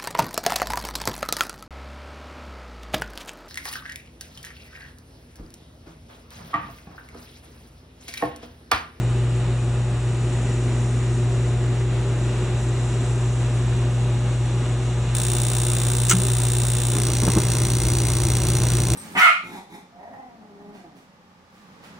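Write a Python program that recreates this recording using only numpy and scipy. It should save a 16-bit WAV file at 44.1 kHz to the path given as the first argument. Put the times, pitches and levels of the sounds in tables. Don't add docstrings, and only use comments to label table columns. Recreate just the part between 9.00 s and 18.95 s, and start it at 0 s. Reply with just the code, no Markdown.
import sys
import numpy as np
from scipy import signal
from scipy.fft import rfft, irfft, next_fast_len
from scipy.io import wavfile
from scipy.ndimage import uniform_filter1d, map_coordinates

SR = 44100
rng = np.random.default_rng(int(sys.argv[2]) if len(sys.argv) > 2 else 0)


def to_wav(s):
    ch = np.atleast_2d(s).T
    pcm = np.round(np.clip(ch, -1, 1) * 32767)
    wavfile.write(sys.argv[1], SR, pcm.astype(np.int16))


N = 438794
T = np.arange(N) / SR


# [multiple of shaft speed, level/dB, phase waver/turns]
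WHEEL_TONES = [(1, -32, .005), (2, -41.5, 0.015), (7, -52.5, 0.052), (9, -53.5, .08), (10, -56, 0.08),
               (21, -57, 0.2), (28, -58.5, 0.13), (30, -59, 0.078)]
# [multiple of mains frequency, level/dB, phase waver/turns]
FRAME_TONES = [(6, -46.5, 0.38), (8, -50.5, 0.2), (10, -51.5, 0.11), (12, -54, 0.26), (14, -53.5, 0.35),
               (21, -57, 0.17)]
# [f/Hz, level/dB]
RUSH_SPECTRUM = [(28, -20.5), (45, -8.5), (70, 7), (100, 0), (160, 2), (220, -0.5), (300, -6.5), (450, -10),
                 (800, -12.5), (1100, -13.5), (1600, -17.5), (2200, -18.5), (3000, -23), (4200, -26.5),
                 (5000, -34.5), (9000, -64)]
# [f/Hz, half-width/Hz, level/dB]
HOUSING_MODES = [(262, 16, -6.5), (479, 23, -13.5), (602, 45, -13.5), (728, 30, -16), (785, 31, -17),
                 (828, 24, -17), (959, 23, -15.5), (1070, 22, -20), (1227, 35, -23.5), (1440, 55, -21),
                 (1917, 62, -20), (2490, 43, -23.5), (2777, 210, -21.5), (3490, 126, -27),
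                 (3850, 165, -26.5)]
# [f/Hz, half-width/Hz, level/dB]
MOAN_MODE = [(364, 38, 0)]
# [f/Hz, level/dB]
HISS_SPECTRUM = [(3000, -28), (5000, -11.5), (5400, -2), (5900, -0.5), (6400, -2), (7300, 3), (8800, -5.5),
                 (9900, -10), (10500, -35), (11500, -57), (16000, -43)]
# [f/Hz, half-width/Hz, level/dB]
HISS_MODES = [(7080, 120, -2), (7120, 63, 2), (7760, 36, 4), (8330, 58, -1.5), (8840, 77, -0.5)]
# [f/Hz, half-width/Hz, level/dB]
WHISTLE_MODE = [(7340, 130, 0)]
# [t/s, place 0-3]
MICROPHONE_PLACE = [(1.1, 0), (1.7, 1), (3.0, 1), (3.4, 2), (4.5, 2), (5.3, 3)]
# [t/s, level/dB]
HISS_LEVEL = [(0, -1), (1.0, -0.5), (1.55, 3), (2.8, 0), (4.1, 3), (5.1, 1), (6.1, 2)]
# [t/s, level/dB]
UPPER_RUSH_LEVEL = [(0, -0.5), (0.7, -0.5), (1.4, 0.5), (2.7, -0.1), (3.9, 1), (5.2, 0), (6.2, 1)]
# [t/s, level/dB]
MOAN_LEVEL = [(0, 1.5), (.7, 0), (1.3, 1.5), (2.6, 2.5), (4.2, 1.2), (4.8, -1), (7.8, -0.5)]
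# [t/s, level/dB, weight from 0 (light tick) to 1 (heavy knock)]
VALVE_BLOWS = [(7.0904, -14, 0), (7.096, -3, 0.06), (7.0992, -3, 0.08), (7.103, -9, 0.2),
               (7.1092, -8.5, 0.23), (7.1106, -5, .1), (7.113, -3, 0.95), (7.117, -11.5, 0.9),
               (7.1207, -9, 0.5), (7.124, -8, 0.8), (7.132, -12, .9)]
# [f/Hz, level/dB]
TICK_SPECTRUM = [(300, -38), (1500, -8), (3000, -9), (4800, -4.5), (6000, 9), (7000, 6.5), (8200, 8),
                 (9800, -1.5), (11500, -33), (15500, -3)]
# [f/Hz, level/dB]
KNOCK_SPECTRUM = [(150, -12), (600, -10), (900, -3), (1250, 3), (1900, -3), (2900, -1), (4500, -8),
                  (7000, -2), (9500, -9), (12000, -27), (15500, -24)]
# [f/Hz, half-width/Hz, level over the blow's spectrum/dB]
VALVE_MODES = [(1320, 70, 9.5), (1450, 44, 8), (1610, 70, 3), (1920, 55, 3), (2144, 37, 9.5),
               (2400, 60, -1), (2820, 45, 4), (2990, 83, 7.5), (3330, 45, 1), (6330, 55, -1), (6960, 89, 1),
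               (7750, 50, -2), (9200, 110, 2)]
# [f/Hz, level/dB, time to die away by 60 dB/s]
PANEL_MODES = [(183, -12, 0.28), (253, -24, .12), (345, -25, 0.078)]
# [f/Hz, level/dB]
COLD_SPECTRUM = [(250, -25.5), (800, -7.5), (1500, -7.5), (2700, -11.5), (3800, -11.5), (4900, -8.5),
                 (5800, -8.5), (7200, -4.5), (9500, -4.5), (10400, -13), (12300, -35), (13800, -19),
                 (15600, -7.5), (16200, -38)]
# [f/Hz, half-width/Hz, level/dB]
COLD_MODES = [(2700, 60, -10), (3110, 32, -8), (3496, 51, -4), (3700, 45, -2.5), (3895, 67, -5.5),
              (4120, 40, -8), (5630, 36, -4), (5970, 67, -5), (6340, 55, -16), (6840, 66, -2),
              (7500, 84, -2.5), (7970, 55, -3), (8250, 55, -3), (8540, 48, -1.5), (8930, 136, 4.5),
              (9550, 160, -3)]
# [f/Hz, level/dB]
HOT_SPECTRUM = [(250, -26.5), (800, -2.5), (1500, -4.5), (2800, -8.5), (3700, -4), (5000, -11), (6000, 1.5),
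                (7200, -4.5), (9300, -2), (10400, -8), (12300, -33), (13800, -18.5), (15600, -4.5),
                (16200, -17)]
# [f/Hz, half-width/Hz, level/dB]
HOT_MODES = [(2104, 46, -4.5), (2590, 200, -10.5), (3380, 48, -6.5), (3620, 90, -6.5), (4140, 320, -7.5),
             (4714, 57, -5.5), (5300, 98, -9), (5880, 140, 1.5), (6230, 55, -14), (6800, 150, -4.5),
             (7570, 180, -6), (8020, 60, -8), (8350, 78, 4), (8800, 150, -1.5), (9420, 220, 0.5),
             (10330, 120, -8.5)]
# [delay t/s, relative gain]
WALL_ECHOES = [(0, 0.9), (.0019, 0.35), (.0035, 0.22), (.0058, .15), (.0083, .14)]
# [f/Hz, delay t/s]
BOX_DELAY = [(1500, 0.00002), (3500, 0.00055), (5000, 0.000973), (6500, 0.00141), (7800, 0.00097),
             (9000, 0.0001)]
# [f/Hz, level/dB]
ROAR_SPECTRUM = [(20, -34), (45, 0.5), (70, 7.5), (110, 3.5), (170, 1.5), (260, -12.5), (330, -4),
                 (430, -11.5), (600, -20.5), (950, -19), (1600, -31), (4000, -53)]
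# [f/Hz, half-width/Hz, level/dB]
FIRED_TUBE_MODES = [(181, 17, 0), (336, 23, 1.5), (438, 25, -13)]
# [t/s, puff level/dB, puff length/s, low push level/dB, push f/Hz]
BURNER_PUFFS = [(7.966, -29.5, 0.052, -45, 189), (8.093, -30, 0.027, -45, 190),
                (8.2305, -27, .012, -23, 226), (8.239, -29, 0.012, -22, 380),
                (8.267, -28.5, .012, -23, 377), (8.287, -20, 0.014, -12, 188),
                (8.305, -31, 0.0062, -22, 160), (8.3644, -23, .008, -13.5, 190),
                (8.3795, -20, 0.0085, -14, 324), (8.398, -26, .012, -30, 380)]
# [f/Hz, level/dB]
PUFF_SPECTRUM = [(30, -11), (80, -1), (180, 4), (400, 4.5), (620, -11), (1050, -9), (1400, -18.5),
                 (2200, -29), (5000, -50)]
# [f/Hz, side level/dB, share that is a plain phase lag 0-1]
AIR_SIDE = [(60, -25.5, .1), (200, -24, 0.12), (380, -18.5, .1), (560, -12, .1), (800, -8, .1),
            (1300, -19.5, 0.11), (2390, -7.5, .1), (4400, 1.5, .2), (6000, -13.5, .4), (7500, -12, 0.69),
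            (11400, 17, 0.89)]
# [f/Hz, side level/dB, share that is a plain phase lag 0-1]
BOX_SIDE = [(60, -32, .1), (380, -35, .1), (700, -8, .1), (1300, -15, .1), (2400, -7, .1), (3600, -8, .1),
            (4600, 0.5, .2), (6000, -13.5, .5), (7500, -6.5, 0.81), (9340, -1, 0.91), (11000, 14, .93),
            (15500, 9, 0.73)]

MAINS_HZ, SHAFT_HZ = 59.979, 56.52
HUM_DB, BEAT_DB, BEAT_S, BEAT_CREST_S = -21.5, 0.87, 2.46, 4.78
OVERTONE_DB, BLOOM_DB, BLOOM_AT_S, BLOOM_WIDTH_S = -48, 10.5, 1.69, 0.52
RUSH_DB, MOAN_DB, HISS_DB = -33, -38, -47.5
HOOT_HZ, HOOT_WANDER_HZ, HOOT_DB, HOOT_FLUTTER_DB = 364, 11, -45, 3.5
WHISTLE_DB, WHISTLE_AT_S, WHISTLE_WIDTH_S = -50, 3.94, .9
PANEL_START_S = 7.1315
SPARK_START_S, ARC_DB, ARC_SAG_DB_PER_S = 6.1506, -30.5, 0.3
WRAP_START_S, WRAP_S = 7.94, 0.1
FIRE_START_S, FIRE_RISE_S, FIRE_DB = 7.83, 0.66, -25.5
PUSH_S = 0.005
EDGE_HZ = 16100


def amp(db):
    return 10 ** (np.asarray(db) / 20)


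def unit(x):
    return x / np.sqrt(np.mean(x ** 2) + 1e-20)


def curve(rows, axis=1):
    rows = np.array(rows)
    return np.interp(T, rows[:, 0], rows[:, axis])


def read(rows, hz, axis=1):
    rows = np.array(rows)
    return np.interp(np.log(hz + 1), np.log(rows[:, 0] + 1), rows[:, axis])


def drift(rate):
    knots = rng.standard_normal(2000)
    coarse = map_coordinates(knots, [T[::100] * rate], order=3, mode="wrap")
    return unit(coarse)[np.arange(N) // 100]


def causal(power):
    cepstrum = irfft(np.log(power + 1e-12) / 2)
    half = len(cepstrum) // 2
    cepstrum[1:half] *= 2
    cepstrum[half + 1:] = 0
    response = irfft(np.exp(rfft(cepstrum)))
    return response / np.linalg.norm(response)


def body(spectrum=None, modes=(), ring_db=0, size=4096):
    hz = np.fft.rfftfreq(size, 1 / SR)
    power = amp(read(spectrum, hz)) ** 2 if spectrum else 0
    for f, width, db in modes:
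        power = power + amp(db + ring_db) ** 2 / (1 + ((hz - f) / width) ** 2) ** 2
    return causal(power)


def through(x, response):
    return signal.oaconvolve(np.atleast_2d(x), np.atleast_2d(response), axes=1)[:, :N]


def turbulence(response):
    noise = rng.standard_normal((2, N + len(response) - 1))
    return signal.oaconvolve(noise, response[None], "valid", axes=1)


def scatter(t60, size=8192):
    tail = rng.standard_normal((2, size)) * amp(-60 * np.arange(size) / SR / t60)
    return tail / np.linalg.norm(tail, axis=1, keepdims=True)


def uncoloured(response, size=9):
    even = []
    for row in response:
        tint = uniform_filter1d(abs(rfft(row)) ** 2, size)
        even.append(signal.oaconvolve(row, causal(1 / tint))[:len(row)])
    even = np.array(even)
    return even / np.linalg.norm(even, axis=1, keepdims=True)


def add(mix, s, sound):
    part = mix[:, round(s * SR):][:, :sound.shape[1]]
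    part += sound[:, :part.shape[1]]


def tone(hz, db, waver):
    turns = hz * (T - SPARK_START_S) + waver * drift(9)
    return -np.sqrt(2) * amp(db) * np.sin(2 * np.pi * turns)


def motor():
    beat = np.cos(2 * np.pi * (T - BEAT_CREST_S) / BEAT_S)
    bloom = np.exp(-abs((T - BLOOM_AT_S) / BLOOM_WIDTH_S) ** 3)
    hum = tone(2 * MAINS_HZ, HUM_DB + BEAT_DB * beat, 0.0082)
    overtone = tone(4 * MAINS_HZ, OVERTONE_DB + BLOOM_DB * bloom, 0.06)
    buzz = sum(tone(k * MAINS_HZ, db, waver) for k, db, waver in FRAME_TONES)
    wheel = sum(tone(k * SHAFT_HZ, db, waver) for k, db, waver in WHEEL_TONES)
    return hum + overtone + buzz + wheel


def hoot():
    turns = np.cumsum(HOOT_HZ + HOOT_WANDER_HZ * drift(9)) / SR
    level_db = HOOT_DB + curve(MOAN_LEVEL) + HOOT_FLUTTER_DB * drift(6)
    return np.sqrt(2) * amp(level_db) * np.sin(2 * np.pi * turns)


def comb_echoes(air):
    treble = signal.lfilter(*signal.butter(2, 2500, "high", fs=SR), air)
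    echoes = 0
    for place in range(4):
        near = np.maximum(1 - abs(curve(MICROPHONE_PLACE) - place), 0)
        echoes = echoes + np.sqrt(near) * through(treble, scatter(0.1))
    return echoes


def draught(housing_db=4, slots_db=2, gust_db=0.69, tube_db=-9):
    flow_db = gust_db * drift(14)
    rush = turbulence(body(RUSH_SPECTRUM, HOUSING_MODES, housing_db)) * amp(RUSH_DB + flow_db)
    moan = turbulence(body(modes=MOAN_MODE)) * amp(MOAN_DB + curve(MOAN_LEVEL) + flow_db)
    moan[0] += hoot()
    above_bass = signal.butter(2, 450, "high", fs=SR, output="sos")
    upper = signal.sosfiltfilt(above_bass, rush)
    rush = rush + upper * (amp(curve(UPPER_RUSH_LEVEL)) - 1)
    passing = np.exp(-((T - WHISTLE_AT_S) / WHISTLE_WIDTH_S) ** 2)
    whistle = turbulence(body(modes=WHISTLE_MODE)) * amp(WHISTLE_DB) * passing
    hiss_db = HISS_DB + curve(HISS_LEVEL) + .5 * drift(15)
    hiss = turbulence(body(HISS_SPECTRUM, HISS_MODES, slots_db)) * amp(hiss_db)
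    air = rush + hiss
    return air + amp(tube_db) * comb_echoes(air) + moan + whistle


def valve(clack_db=11.0, room_db=-18):
    out = np.zeros((2, N))
    tick, knock = (body(blow, [(f, width, db + read(blow, f)) for f, width, db in VALVE_MODES])
                   for blow in (TICK_SPECTRUM, KNOCK_SPECTRUM))
    for s, db, weight in VALVE_BLOWS:
        rattle = uncoloured(scatter(.028), size=25) + amp(room_db) * scatter(.25)
        blow = np.sqrt(1 - weight) * tick + np.sqrt(weight) * knock
        add(out, s, amp(db + clack_db) * through(rattle, blow))
    t = np.maximum(T - PANEL_START_S, 0)
    onset = 1 - np.exp(-t / 0.004)
    for hz, db, t60 in PANEL_MODES:
        out[0] += amp(db - 60 * t / t60) * onset * np.sin(2 * np.pi * hz * t)
    return out


def dispersed(response):
    hz = np.fft.rfftfreq(len(response), 1 / SR)
    turns = np.cumsum(read(BOX_DELAY, hz)) * hz[1]
    return irfft(rfft(response) * np.exp(-2j * np.pi * turns))[:len(response) // 2]


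def spark_box(colour, leak_db=-4, ring_db=4, tail_db=0):
    ring = amp(ring_db) * scatter(0.024) + amp(tail_db) * scatter(0.049)
    response = signal.lfilter(*signal.butter(1, [2000, 8000], "band", fs=SR), ring)
    for delay, gain in WALL_ECHOES:
        response[0, round(delay * SR)] += gain
    response = np.array([dispersed(row) for row in response])
    response[0, 0] += amp(leak_db)
    return through(uncoloured(response), colour)


def sparks(snaps, colour, box, wander, blur_t60=0.018, count=5):
    out = through(snaps, box)
    blend = rng.standard_normal((count, N))
    for share in blend / np.linalg.norm(blend, axis=0):
        out += through(snaps * share * wander, through(scatter(blur_t60), colour))
    return out


def heated(x, cool_share=.015, warm_s=.4, shimmer=.006):
    warming = np.exp(-np.maximum(T - WRAP_START_S, 0) / warm_s)
    speed = shimmer * drift(12) - cool_share * warming
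    age = (T - SPARK_START_S + .001) % (1 / MAINS_HZ)
    return np.array([map_coordinates(row, [(T + age * speed) * SR], order=5) for row in x])


def igniter(jitter_s=.00014, uneven_db=.25, flame_uneven_db=0.9, hot_db=-0.15):
    times = np.arange(SPARK_START_S, T[-1] - .002, 1 / MAINS_HZ)
    late, strength = rng.standard_normal((len(times), 2)).T
    at = np.round((times + jitter_s * late) * SR).astype(int).clip(0, N - 1)
    wrap = ((T - WRAP_START_S) / WRAP_S).clip(0, 1)
    arc_db = ARC_DB - ARC_SAG_DB_PER_S * (times - SPARK_START_S)
    spread_db = uneven_db + flame_uneven_db * wrap[at]
    snaps = np.zeros(N)
    snaps[at] = amp(arc_db + spread_db * strength) * np.sqrt(SR / MAINS_HZ)
    cold = body(COLD_SPECTRUM, COLD_MODES, ring_db=6)
    hot = body(HOT_SPECTRUM, HOT_MODES, ring_db=6.5)
    cold_box = spark_box(cold)
    hot_box = spark_box(hot, leak_db=-6, ring_db=0, tail_db=-4)
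    in_air = sparks(snaps * np.sqrt(1 - wrap), dispersed(cold), cold_box, wander=.4)
    in_flame = sparks(snaps * np.sqrt(wrap), dispersed(hot), hot_box, wander=.52)
    return in_air + amp(hot_db) * heated(in_flame)


def burners(flutter_db=1, tearing_db=2):
    alight = 1 - np.exp(-np.maximum(T - FIRE_START_S, 0) / FIRE_RISE_S)
    flames = turbulence(body(ROAR_SPECTRUM, FIRED_TUBE_MODES))
    out = flames * alight * amp(FIRE_DB + flutter_db * drift(22))
    puffs = np.zeros(N)
    for s, db, length, push_db, push_hz in BURNER_PUFFS:
        t = T - s
        puffs += amp(db) * np.exp(-(t / length) ** 2)
        out[0] += amp(push_db) * np.exp(-(t / PUSH_S) ** 2) * np.sin(2 * np.pi * push_hz * t)
    return out + turbulence(body(PUFF_SPECTRUM)) * puffs * amp(tearing_db * drift(160))


def microphones(sound, ports):
    size = next_fast_len(N + 2000)
    common, scattered = rfft(sound, size)
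    hz = np.fft.rfftfreq(size, 1 / SR)
    lag = read(ports, hz, axis=2).clip(0, 1)
    side = amp(read(ports, hz)) * (-1j * lag * common + np.sqrt(1 - lag ** 2) * scattered)
    return irfft(np.array([common + side, common - side]), size)[:, :N]


def scene(lean_db=0.38):
    blower = microphones(draught(), AIR_SIDE) + motor() * amp([[lean_db], [-lean_db]])
    return blower + microphones(igniter() + valve() + burners(), BOX_SIDE)


def record(dry):
    knee, room = .55, .3
    held = np.clip(dry, -knee, knee)
    rounded = held + room * np.tanh((dry - held) / room)
    lowpass = signal.firwin(255, EDGE_HZ, window=("kaiser", 8), fs=SR)
    return signal.oaconvolve(rounded, lowpass[None], "same")


dry = scene()
out = record(dry)
to_wav(out)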